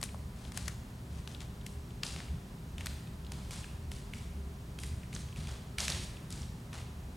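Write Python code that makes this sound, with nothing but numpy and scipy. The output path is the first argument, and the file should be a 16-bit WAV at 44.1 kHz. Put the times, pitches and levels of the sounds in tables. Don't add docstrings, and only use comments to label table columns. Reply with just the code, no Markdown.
import sys
import numpy as np
from scipy import signal
from scipy.fft import rfft, irfft, next_fast_len
from scipy.io import wavfile
from scipy.ndimage import uniform_filter1d

SR = 44100
rng = np.random.default_rng(int(sys.argv[2]) if len(sys.argv) > 2 else 0)


def store_wav(level_fs):
    pcm = np.round(np.clip(np.atleast_2d(level_fs), -1, 1) * 32767)
    wavfile.write(sys.argv[1], SR, pcm.T.astype(np.int16))


N = 316139
TIME = np.arange(N) / SR

# f/Hz, relative level per Hz/dB
AIR_SPECTRUM = [(12, -51), (20, -30), (40, -5.5), (70, -4.5), (98, -9), (168, -7), (241, -16), (270, -19.5),
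                (399, -24), (434, -26.5), (802, -29.5), (1030, -31.5), (2320, -39), (8650, -43.5),
                (16000, -50)]
AIR_DB = -45.5
# f/Hz, nominal rms level/dB
HUM_TONES = [(36.2, -64), (59, -59.5), (76.6, -58), (120, -54), (202.5, -65), (240, -66), (360, -74),
             (405, -67.5), (1004, -75.5)]
# t/s of the crest, half length/s (to 1/e), f/Hz, nominal crest rms level/dB
HUM_SWELLS = [(3.964, 0.18, 396, -63), (4.425, 0.12, 394.5, -59.5), (6.004, 0.07, 365, -57.5)]
THROB_HZ, THROB_DB = 70.54, -48.5
BEAT_RATE, BEAT_CREST_S = 1.92, 0.2

# f/Hz, time to fall 60 dB/s
ROOM_T60 = [(250, 2.1), (1000, 1.7), (3500, 0.72), (8000, 0.72), (16000, 1.37)]
# f/Hz, relative level/dB
ROOM_COLOUR = [(100, 17), (700, -1), (1500, -2), (3500, 4.5), (9000, 3.5), (12000, -1.5), (16000, 10)]
# f/Hz, side level/dB before the offset of each layer
STEREO_WIDTH = [(60, -60), (110, -47), (200, -23.5), (380, -8.5), (700, -4), (1290, -1), (2400, -1),
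                (4400, -3.5), (8000, -34.5), (15000, -49)]
# t/s, level sent to the room against direct sound/dB, left minus right level/dB
DANCER_PATH = [(0, -9, 5), (1.3, -7.5, 5), (2.1, -3.5, 2.5), (3.5, 0, 1.2), (5.8, -1.5, -0.3),
               (7, -1.5, 2.5)]

# t/s, level/dB before the mode and layer gains
FOOTFALLS = [(2.139, -43), (2.3, -40), (2.785, -47.5), (3.321, -47), (3.92, -46), (4.137, -44),
             (4.835, -44), (5.14, -43), (5.371, -43.5), (5.887, -41), (6.319, -40.5)]
# f/Hz, relative level/dB, time to fall 60 dB/s
FLOOR_MODES = [(80.5, 0.5, 1), (133, 1, 0.72), (187, -3, 0.41), (347, -14.5, 0.22)]

# f/Hz, relative level/dB
SNAP_SPECTRUM = [(100, -22), (500, 0.5), (1500, 1.5), (9000, 2), (12000, -4.5), (16000, -22)]
# f/Hz, relative level/dB
RUB_SPECTRUM = [(150, -19), (600, 0), (1200, -0.5), (2200, -1), (3800, 1), (6000, -1.5), (9300, -1.5),
                (12000, -14), (16000, -53)]
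# t/s, knock energy level/dB, knock f/Hz, knock width/octaves,
# snap energy level/dB, slide length/s, slide level/dB, slide tilt/(dB per octave)
SCUFFS = [(0.0296, -12, 1500, 2.0, -13.5, 0.026, -48.5, 3), (0.5754, -18, 930, 2, -11, 0.14, -52, -.3),
          (1.276, -20.5, 1870, 1.7, -24, 0.086, -57.5, -1), (1.406, -24, 3610, 0.95, -28, 0.011, -47, -2),
          (1.6655, -31, 1700, 0.64, -18.5, 0.076, -61.5, 5), (2.0344, -7, 2560, 1.42, -18, 0.1, -45, .5),
          (2.163, -19, 1300, 2.4, -30, 0.092, -52.5, -2.5),
          (2.7824, -22, 3100, 0.53, -24, 0.12, -54.5, -2.5),
          (3.3204, -27, 830, 0.76, -18.5, 0.17, -57.5, -1.5), (3.5096, -25, 2580, .4, -20, 0.093, -48, .5),
          (3.9175, -23, 1970, 1.2, -21, 0.072, -55, 1.5), (4.1369, -18, 2400, 0.69, -25, 0.087, -55, 0),
          (4.789, -22, 2990, .9, -22.5, 0.092, -52, 4), (5.13, -23, 2390, 0.56, -27, 0.081, -51.5, 1.5),
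          (5.362, -28, 2644, 0.29, -28.5, 0.097, -52, -1), (5.4723, -24, 2490, 0.61, -27, 0.077, -49, -2.5),
          (5.785, -8.5, 2560, 1.26, -12, 0.07, -37, 0.8), (5.8817, -9.5, 2630, 1.6, -9, 0.086, -41, -0.5),
          (6.3056, -23.5, 7740, 1.3, -25.5, .14, -53.5, -.5),
          (6.7316, -21.5, 1890, 1.4, -29, 0.076, -48.5, -2.5)]
# t/s, knock energy level/dB, knock f/Hz, knock width/octaves,
# snap energy level/dB
TAPS = [(0.0147, -26.5, 8930, .65, -22), (0.038, -15, 8900, 0.52, -15), (0.1462, -20, 696, 0.91, -35.5),
        (0.452, -27.5, 3220, 0.59, -44), (0.521, -26, 1505, 2.1, -25.5), (0.6814, -14.5, 1630, 0.61, -12),
        (1.3484, -23, 3500, .6, -32), (2.066, -16, 4830, 0.46, -40), (2.2038, -20, 1550, 2, -38),
        (2.8092, -19.5, 2280, 0.66, -28), (2.8606, -17, 8800, 1.1, -16.5), (2.8692, -14, 1730, 2.3, -18),
        (3.644, -22, 1840, 0.75, -32), (4.8358, -23.5, 1995, .5, -18.5), (5.151, -17.5, 6440, .7, -40),
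        (5.1638, -19.5, 1760, 1.8, -40), (5.805, -10, 6000, .7, -23), (5.9018, -12.5, 5600, 0.34, -15),
        (5.922, -12.5, 3940, 0.38, -20), (6.1697, -29.5, 2880, 0.35, -39), (6.326, -18.5, 6750, 1.2, -32),
        (6.42, -28, 5550, .6, -29)]
# t/s, length/s, level/dB, tilt/(dB per octave)
DRAGS = [(0.36, .12, -59, -1), (0.535, 0.044, -50.5, 0), (1.098, .1, -60, -1.5), (2.83, .04, -57.5, 1),
         (6.0, 0.035, -50, 2)]

ONSET_S, ONSET_DB = 0.004, -19
SPIKE_SHARE_PER_OCTAVE = 0.22
PEEL_DB, PEEL_RANGE_DB, PEEL_HZ, PEEL_WIDTH_OCTAVES, PEEL_SNAP_DB = -28.5, 5, 2800, 0.64, -40
SLIDE_LAG_S, SLIDE_FALL_DB, DRAG_RISE_DB = 0.005, 5.5, 6.5
CATCH_RATE, CATCH_DB, CATCH_SCATTER_DB, CATCH_SNAP_DB = 16, 19.5, 3.1, -16
CATCH_HZ, CATCH_SCATTER_OCTAVES, CATCH_WIDTH_OCTAVES = 4000, 0.44, 0.92

TOP_HZ = 16100


def undb(db):
    return 10 ** (np.asarray(db) / 20)


def unit(x):
    return x / np.sqrt(np.mean(x ** 2))


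def freqs(n):
    return np.maximum(np.arange(n // 2 + 1) * SR / n, 1)


def curve(points, hz):
    f, value = np.transpose(points)
    return np.interp(np.log(hz), np.log(f), value)


def shape(x, gain):
    return irfft(rfft(x) * gain, len(x))


def resonance(f, hz, q):
    return 1 / (1 + (q * (f / hz - hz / f)) ** 2)


def decay(t, t60):
    return np.exp(-np.log(1000) * t / t60)


def walk(rate):
    hold = max(int(SR / rate), 1)
    steps = np.repeat(rng.standard_normal(N // hold + 1), hold)
    return unit(uniform_filter1d(uniform_filter1d(steps, hold), hold)[:N])


def add(track, start, x):
    i = max(int(start * SR), 0)
    track[i:i + len(x)] += x[:N - i]


def spread(mid, side, side_db):
    side = shape(side, undb(curve(STEREO_WIDTH, freqs(len(side))) + side_db))
    return np.array([mid + side, mid - side])


def tone(hz, db, waver_db=1.54, drift_hz=0.353):
    level = undb(db + waver_db * walk(3.065))
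    cycles = np.cumsum(hz + drift_hz * walk(3.996)) / SR
    return np.sqrt(2) * level * np.sin(2 * np.pi * cycles)


def ventilation(throb_depth=1.0, throb_q=2.7, throb_tone_db=2):
    size = next_fast_len(N)
    f = freqs(size)
    mid, side = (unit(shape(rng.standard_normal(size), undb(curve(AIR_SPECTRUM, f)))) for _ in range(2))
    air = undb(AIR_DB) * spread(mid, side, side_db=-0.5)[:, :N]

    hum = sum(tone(hz, db) for hz, db in HUM_TONES)
    for crest, half_length, hz, db in HUM_SWELLS:
        hum += tone(hz, db) * np.exp(-((TIME - crest) / half_length) ** 2)

    duct_noise = unit(shape(rng.standard_normal(size), resonance(f, THROB_HZ, throb_q))[:N])
    rumble = duct_noise + tone(THROB_HZ, throb_tone_db)
    beat = 1 + throb_depth * np.cos(2 * np.pi * BEAT_RATE * (TIME - BEAT_CREST_S))
    return air + hum + undb(THROB_DB) * unit(rumble * beat)


def room_response(gap_s=0.012, build_s=0.023, lumpy_db=4.5, merge_s=0.068, size=44100):
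    t, f = np.arange(size) / SR, freqs(size)
    lumps = undb(lumpy_db * rng.exponential(size=size) * np.exp(-t / merge_s))
    echoes = rng.standard_normal(size) * lumps
    tail = 0
    for hz in 125 * 2. ** np.arange(8):
        band = np.maximum(1 - abs(np.log2(f / hz)), 0) * undb(curve(ROOM_COLOUR, f))
        tail = tail + shape(echoes, band) * decay(t, curve(ROOM_T60, hz))
    build = 1 - np.exp(-np.maximum(t - gap_s, 0) / build_s)
    return unit(tail * build) / np.sqrt(size)


def studio(feet, side_db=-6, count=16):
    s, room_db, _ = np.transpose(DANCER_PATH)
    send = feet * undb(np.interp(TIME, s, room_db))
    out = np.zeros((2, N))
    for stay in np.array_split(np.arange(N), count):
        responses = spread(room_response(size=32768), room_response(size=32768), side_db)
        for channel, response in zip(out, responses):
            add(channel, TIME[stay[0]], signal.fftconvolve(send[stay], response))
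    return out


def footfalls(load_s=0.0071, mode_q=3.1, size=22050):
    out, f, t = np.zeros(N), freqs(size), np.arange(size) / SR
    for s, db in FOOTFALLS:
        boom = 0
        for hz, mode_db, t60 in FLOOR_MODES:
            mode = unit(shape(rng.standard_normal(size), resonance(f, hz, mode_q)))
            boom = boom + undb(mode_db) * mode * decay(t, t60)
        add(out, s, undb(db) * boom * (1 - np.exp(-t / load_s)))
    return out


def peels(count=12):
    rows = []
    for when, weak, pitch in rng.random((count, 3)):
        knock_db = PEEL_DB - PEEL_RANGE_DB * weak
        hz = PEEL_HZ * 2 ** (pitch - 0.5)
        rows.append((when * TIME[-1], knock_db, hz, PEEL_WIDTH_OCTAVES, PEEL_SNAP_DB))
    return rows


def catches(count=4):
    rows = []
    for s, *_, length, db, _ in SCUFFS:
        delays = np.cumsum(rng.exponential(size=count)) / CATCH_RATE
        for delay, (strength, pitch) in zip(delays, rng.standard_normal((count, 2))):
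            knock_db = db + CATCH_DB + CATCH_SCATTER_DB * strength
            hz = CATCH_HZ * 2 ** (CATCH_SCATTER_OCTAVES * pitch)
            if delay < length:
                rows.append((s + delay, knock_db, hz, CATCH_WIDTH_OCTAVES, knock_db + CATCH_SNAP_DB))
    return rows


def slides(strokes, fall_db, slip_rate=4500, scatter_db=3.0, edge_s=0.003, release_s=0.024,
           judder_db=1.03, size=16384):
    out, f, t = np.zeros(N), freqs(size), np.arange(size) / SR
    for s, length, db, tilt_db in strokes:
        slip_db = scatter_db * np.minimum(rng.exponential(size=size), 4)
        sizes = rng.choice([-1, 1], size) * undb(slip_db)
        slips = sizes * (rng.random(size) < slip_rate / SR)
        rub = unit(shape(slips, undb(curve(RUB_SPECTRUM, f) + tilt_db * np.log2(f))))
        pressure = np.minimum(t / edge_s, 1) * np.exp(-np.maximum(t - length, 0) / release_s)
        trend_db = -fall_db * (np.minimum(t / length, 1) - 0.5)
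        add(out, s, rub * pressure * undb(db + trend_db))
    return out * undb(judder_db * walk(220))


def ticks(contacts, lead_s=0.0011, ring_s=0.0019, tail_s=0.035, tail_db=-22, size=2048):
    out, f = np.zeros(N), freqs(size)
    t = (np.arange(size) - size // 4) / SR
    before = np.exp(-abs(t) / lead_s) + undb(ONSET_DB) * np.exp(-abs(t) / ONSET_S)
    after = np.exp(-abs(t) / ring_s) + undb(tail_db) * np.exp(-abs(t) / tail_s)
    envelope = np.where(t < 0, before, after)
    spike = unit(1. * (t == 0))
    snap = unit(undb(curve(SNAP_SPECTRUM, f)))
    noises = rng.standard_normal((len(contacts), size))
    for (s, knock_db, hz, octaves, snap_db), noise in zip(contacts, noises):
        clean = np.clip(SPIKE_SHARE_PER_OCTAVE * octaves, 0, 1)
        rattle = unit(noise * envelope)
        push = np.sqrt(clean) * spike + np.sqrt(1 - clean) * rattle
        knock = unit(snap * 2 ** (-2 * (np.log2(f / hz) / octaves) ** 2))
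        colour = np.hypot(undb(knock_db) * knock, undb(snap_db) * snap)
        add(out, s + t[0], unit(shape(push, colour)) * np.sqrt(np.mean(colour ** 2) / size))
    return out


def dull_slowly(x, dull_hz=11000, end_share=0.32):
    dull = shape(x, 1 / (1 + (freqs(N) / dull_hz) ** 10))
    return x + (dull - x) * np.clip(end_share, 0, 1) * TIME / TIME[-1]


def soles(tick_db=-0.8, slide_db=-2.5):
    touches = [row[:5] for row in SCUFFS]
    strokes = [(s + SLIDE_LAG_S, length, db, tilt_db) for s, *_, length, db, tilt_db in SCUFFS]
    rubbing = slides(strokes, SLIDE_FALL_DB) + slides(DRAGS, -DRAG_RISE_DB)
    ticking = dull_slowly(ticks(touches + TAPS + catches() + peels()))
    return undb(slide_db) * rubbing + undb(tick_db) * ticking


def scene(boom_db=-3):
    low = undb(boom_db) * footfalls() + ventilation()
    feet = soles()
    s, _, pan_db = np.transpose(DANCER_PATH)
    pan_db = np.interp(TIME, s, pan_db)
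    direct = feet * undb(np.array([pan_db, -pan_db]) / 2)
    return direct + studio(feet) + low


def record(dry):
    return signal.sosfilt(signal.ellip(10, 0.2, 70, TOP_HZ, fs=SR, output="sos"), dry)


dry = scene()
out = record(dry)
store_wav(out)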